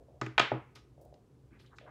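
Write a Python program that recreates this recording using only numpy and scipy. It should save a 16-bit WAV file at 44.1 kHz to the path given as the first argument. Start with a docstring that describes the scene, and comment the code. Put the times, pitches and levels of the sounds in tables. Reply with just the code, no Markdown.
"""A small, quiet room: a clear acrylic stamp block is picked up from a desk.
It knocks, clacks twice and thumps the desk top: struck modes, noise rattles and cracks, desk thuds.
Fingers pat and brush an open plastic ink pad case (damped low modes, grainy filtered noise),
and the block touches it with a few light ticks.
A low room rumble of shaped noise lies underneath; diffuse noise tails are the room's answer."""
import sys
import numpy as np
from scipy import signal
from scipy.fft import rfft, irfft
from scipy.io import wavfile
from scipy.ndimage import uniform_filter1d

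SR = 44100
rng = np.random.default_rng(int(sys.argv[2]) if len(sys.argv) > 2 else 0)


def materialize(psi):
    """Save the field psi as 16-bit PCM at rate SR to the path in sys.argv[1].

    A 1-D psi becomes a single channel; in a 2-D psi each row is a channel.
    """
    bounded = np.clip(np.atleast_2d(psi).T, -1, 1)
    quanta = np.round(bounded * 32767).astype(np.int16)
    wavfile.write(sys.argv[1], SR, quanta)


N = 83790
RING_TIME = np.arange(int(0.5 * SR)) / SR  # time axis of one event [s]

# modes of block and plastic case: (frequency [Hz], relative level [dB], t60 of a free ring [s])
PLASTIC_MODES = [(548, -10, .07), (620, -8.5, 0.098), (830.7, -7, 0.15), (1106, -7, .05),
                 (1254, -3.5, 0.12), (1496, -1, .065), (1690, -15.5, .06), (1978, -6.5, 0.1),
                 (2170, -10, 0.084), (2414, -2, .04), (2768, -8.5, 0.01), (3340, -4.5, .03),
                 (3328, -9, 0.012), (3800, -11, .02), (4500, -4.5, .018)]


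def from_db(db):
    """Decibels to gain."""
    return 10 ** (np.asarray(db) / 20)


def rms_one(x):
    """Scale to unit rms."""
    return x / np.sqrt(np.mean(x ** 2) + 1e-20)


def at_hz(points, hz, axis=1):
    """Read a table column on a log-frequency axis."""
    table = np.array(points)
    return np.interp(np.log(np.maximum(hz, 1)), np.log(table[:, 0]), table[:, axis])


def cut(x, hz, kind, order=2):
    """Butterworth filter."""
    edge_hz = np.clip(hz, 10, 0.45 * SR)
    sos = signal.butter(order, edge_hz, kind, fs=SR, output="sos")
    return signal.sosfilt(sos, x + 1e-18)


def coloured_noise(spectrum, size):
    """Random-phase noise with the given spectrum; rms 1."""
    gains = from_db(at_hz(spectrum, np.fft.rfftfreq(size, 1 / SR)))
    phases = np.exp(2j * np.pi * rng.random(len(gains)))
    return rms_one(irfft(gains * phases, size))


def dying(t, t60):
    """Exponential decay, 60 dB down at t60."""
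    return np.exp(-np.log(1000) * t / t60)


def ring(modes, length=1):
    """Struck modes: decaying sines of alternating sign; length scales every t60."""
    total = np.zeros(len(RING_TIME))
    for k, (hz, db, t60_s) in enumerate(modes):
        sine = np.sin(2 * np.pi * hz * RING_TIME)
        total += (-1) ** k * from_db(db) * sine * dying(RING_TIME, t60_s * length)
    return total


def add(track, s, sound):
    """Mix a sound into a track at a time."""
    start = int(s * SR)
    part = sound[:max(len(track) - start, 0)]
    track[start:start + len(part)] += part


def rumble():
    """Steady room noise, strongest in narrow low humps, falling steadily towards the treble."""
    # background spectrum: (frequency [Hz], relative density [dB per Hz])
    rumble_spectrum = [(20, -32.5), (33, -29.5), (50, -3), (63, 3), (80, -7), (105, -4), (128, 5),
                       (165, -13), (250, -11), (420, -11), (600, -23), (1000, -28), (2000, -38.5),
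                       (4000, -41.5), (8000, -44.5), (13000, -50.5), (15500, -54.5)]
    return from_db(-60) * coloured_noise(rumble_spectrum, N)


def reflections():
    """Diffuse room response: noise in octave bands, each dying at its own rate; a new draw per call."""
    # reverberation: (frequency [Hz], level [dB], t60 [s])
    reverb = [(125, -4, 0.1), (500, -7, 0.21), (1001.4, -9, 0.33), (2000, -9, 0.41), (4000, -6, .29),
              (8000, -6.5, .24), (14000, -12, .17)]
    delay_s, build_s = 0.0075, 0.013
    response = np.zeros(len(RING_TIME))
    for hz in 125 * 2.0 ** np.arange(8):
        noise = rng.standard_normal(len(RING_TIME))
        band = cut(noise, [hz / np.sqrt(2), hz * np.sqrt(2)], "band", order=3)
        fade = dying(RING_TIME, at_hz(reverb, hz, axis=2)) * np.minimum(RING_TIME / build_s, 1)
        add(response, delay_s, from_db(at_hz(reverb, hz)) * band * fade / np.linalg.norm(fade))
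    return response


def room(x):
    """What the room returns of a sound."""
    return signal.fftconvolve(x, reflections())[:len(x)]


def wash(spectrum):
    """Room tail of a burst with the given spectrum; rms 1 over its first 50 ms."""
    size = 2 * len(RING_TIME)
    gains = from_db(at_hz(spectrum, np.fft.rfftfreq(size, 1 / SR)))
    tail = irfft(rfft(reflections(), size) * gains)[:len(RING_TIME)]
    return tail / np.std(tail[:int(0.05 * SR)])


def brushes():
    """Friction of skin and block: short grainy noise strokes that swell, fade and faintly ring plastic."""
    # strokes over desk, pad and plastic: (time [s], length [s], level [dB],
    # low edge [Hz], high edge [Hz], peak position [share of length])
    strokes = [(0.0, 0.049, -58, 301, 650, 0.14), (0.077, 0.11, -65.5, 320, 770, 0.13),
               (0.749, 0.028, -56, 900, 6360, 0.34), (0.750, 0.029, -69, 3110, 13050, 0.15),
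               (0.97, 0.15, -66, 377.6, 800, 0.47), (1.009, 0.033, -71.5, 4500, 15960, 0.18),
               (1.047, .014, -73, 4500, 15800, .3), (1.12, 0.08, -65, 328, 727, 0.22),
               (1.47, 0.25, -63, 119.2, 144, 0.39), (1.499, 0.1, -66, 1004, 2400, 0.49),
               (1.515, 0.031, -56.5, 205.5, 310, 0.44), (1.588, 0.053, -65, 1177, 4800, 0.21),
               (1.591, 0.1, -78.5, 2920, 12500, 0.13), (1.632, 0.031, -69.5, 1105, 2360, 0.65),
               (1.655, .045, -71.5, 2904, 3820, 0.37), (1.705, 0.0474, -60, 950, 1570, 0.86),
               (1.755, 0.035, -71.5, 3460, 7780, 0.44), (1.857, 0.055, -53, 650, 1730, 0.41)]
    grain_rms_db, grain_s = 2, 0.0013
    rubbing = np.zeros(N)
    for s, length_s, db, low_hz, high_hz, peak in strokes:
        white, slips = rng.standard_normal((2, len(RING_TIME)))
        slow_slips = rms_one(uniform_filter1d(slips, max(int(grain_s * SR), 1)))
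        grainy = white * from_db(grain_rms_db * slow_slips)
        friction = rms_one(cut(cut(grainy, low_hz, "high", order=3), high_hz, "low", order=7))
        swell = np.interp(RING_TIME / length_s, [0, np.clip(peak, 0, 1), 1], [0, 1, 0])
        add(rubbing, s, from_db(db) * swell * friction)
    plastic = ring(PLASTIC_MODES)
    ringing = signal.fftconvolve(rubbing, plastic / np.linalg.norm(plastic))[:N]
    return rubbing + from_db(-20) * ringing


def pats():
    """Cushioned blows reach only the lowest modes of the case; gives direct sound and room send."""
    # blows by fingers or the padded block: (time [s], peak level [dB], room send [dB])
    blows = [(0.083, -50, 9), (0.141, -51.5, 11), (0.5160, -21.5, -12), (0.9775, -49.5, 10),
             (1.0145, -46.5, 7.5), (1.0575, -47, 4.5), (1.1245, -47.5, 3), (1.138, -48, -1),
             (1.811, -48.5, 12), (1.854, -47.5, 10.5)]
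    # modes of the patted case: (frequency [Hz], relative level [dB], t60 [s])
    case_modes = [(414, 2.5, 0.009), (582, 2, 0.023), (761.5, -3.5, .012)]
    low_cut_hz, soft_hz = 410, 950
    direct, send = np.zeros((2, N))
    pat = cut(cut(ring(case_modes), low_cut_hz, "high"), soft_hz, "low", order=4)
    pat = pat / np.abs(pat).max()
    for s, db, room_db in blows:
        add(direct, s, from_db(db) * pat)
        add(send, s, from_db(db + room_db) * pat)
    return direct, send


def knocks():
    """Each contact cracks, rings the plastic, rattles briefly and shakes the desk; the room answers."""
    # hard contacts of the block: (time [s], body level [dB], low cut [Hz], contact brightness [Hz],
    # ring length [share of a free ring], crack level [dB], desk thud level [dB], room send [dB])
    contacts = [(0.2132, -33, 200, 2120, 0.95, -41, -32.5, -2),
                (0.2631, -41, 295, 2470, 0.67, -51, -39, -3), (0.3795, -19, 620, 3900, 0.85, -35.5, -43, 1),
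                (0.3956, -19.5, 170, 7130, 0.82, -33, -40.5, -5.5),
                (0.516, -22.5, 194, 1035, 0.69, -71, -29.5, -0.5),
                (0.7572, -61, 300, 7850, 2.9, -55.5, -58, -2),
                (1.1411, -64.5, 1200, 6028, 0.26, -66.5, -79, -5),
                (1.598, -63, 1000, 5000, .6, -67, -63, -1), (1.662, -72, 2500, 6000, 0.44, -66, -78, -8),
                (1.7840, -46, 1474, 4340, 0.49, -59.5, -90.5, -2)]
    # dense short rattle of the contact: (frequency [Hz], relative density [dB per Hz])
    rattle_spectrum = [(150, -3), (450, 0.5), (800, -4.5), (1250, 0), (1650, -2.5), (2400, -3), (3400, -6),
                       (4600, -15.5), (5900, -22.5), (7200, -23.5), (9000, -33.5), (15000, -39)]
    # bright crack at the instant of contact: (frequency [Hz], relative density [dB per Hz])
    crack_spectrum = [(1000, -18.5), (3000, 6.5), (5000, 4.5), (7300, -2), (8800, -17.5), (11000, -25),
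                      (15000, -24.5)]
    # desk top: (frequency [Hz], relative level [dB], t60 [s])
    desk_modes = [(126.9, 1.5, 0.17), (205, -7.5, .1), (256.6, -4, 0.15), (316.7, -2.5, .17),
                  (369, -5.5, 0.13), (418, -7.5, .11)]
    tone_db, rattle_db = -3, 1.5
    tone_room_db, rattle_room_db, crack_room_db = -6.5, -13, -20
    attack_s, free_hold_s, free_t60_s = 0.0006, 0.0069, 0.019  # rattle; length scales the last two
    desk_rise_s, crack_t60_s = 0.0073, 0.036

    out, t = np.zeros(N), RING_TIME
    desk = ring(desk_modes) * (1 - np.exp(-t / desk_rise_s))
    desk_tail = room(desk)
    crack_tail = from_db(crack_room_db) * wash(crack_spectrum)
    for s, db, low_hz, contact_hz, length, crack_db, desk_db, room_db in contacts:
        send = from_db(room_db)
        tone = from_db(tone_db) * ring(PLASTIC_MODES, length)
        decay = dying(np.maximum(t - free_hold_s * length, 0), free_t60_s * length)
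        rattle = np.minimum(t / attack_s, 1) * decay * coloured_noise(rattle_spectrum, len(t))
        rattle += send * from_db(rattle_room_db) * np.sqrt(length) * wash(rattle_spectrum)
        body = tone + send * from_db(tone_room_db) * room(tone) + from_db(rattle_db) * rattle
        body = cut(cut(body, low_hz, "high"), contact_hz, "low", order=4)
        crack = dying(t, crack_t60_s) * coloured_noise(crack_spectrum, len(t)) + send * crack_tail
        thud = desk + send * desk_tail
        add(out, s, from_db(db) * body)
        add(out, s, from_db(crack_db) * crack + from_db(desk_db) * thud)
    return out


def scene():
    """Rumble, fingers, block and room at one microphone."""
    friction = brushes()
    fingers, finger_send = pats()
    handling_tail = room(finger_send + from_db(-1.5) * friction)
    mix = rumble() + friction + fingers + handling_tail + knocks()
    return mix[None]


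def record(dry):
    """Steep elliptic low-pass over the whole mix."""
    cutoff_hz, ripple_db, stop_db = 15750, 0.1, 80
    sos = signal.ellip(10, ripple_db, stop_db, cutoff_hz, fs=SR, output="sos")
    return signal.sosfilt(sos, dry)


dry = scene()
out = record(dry)
materialize(out)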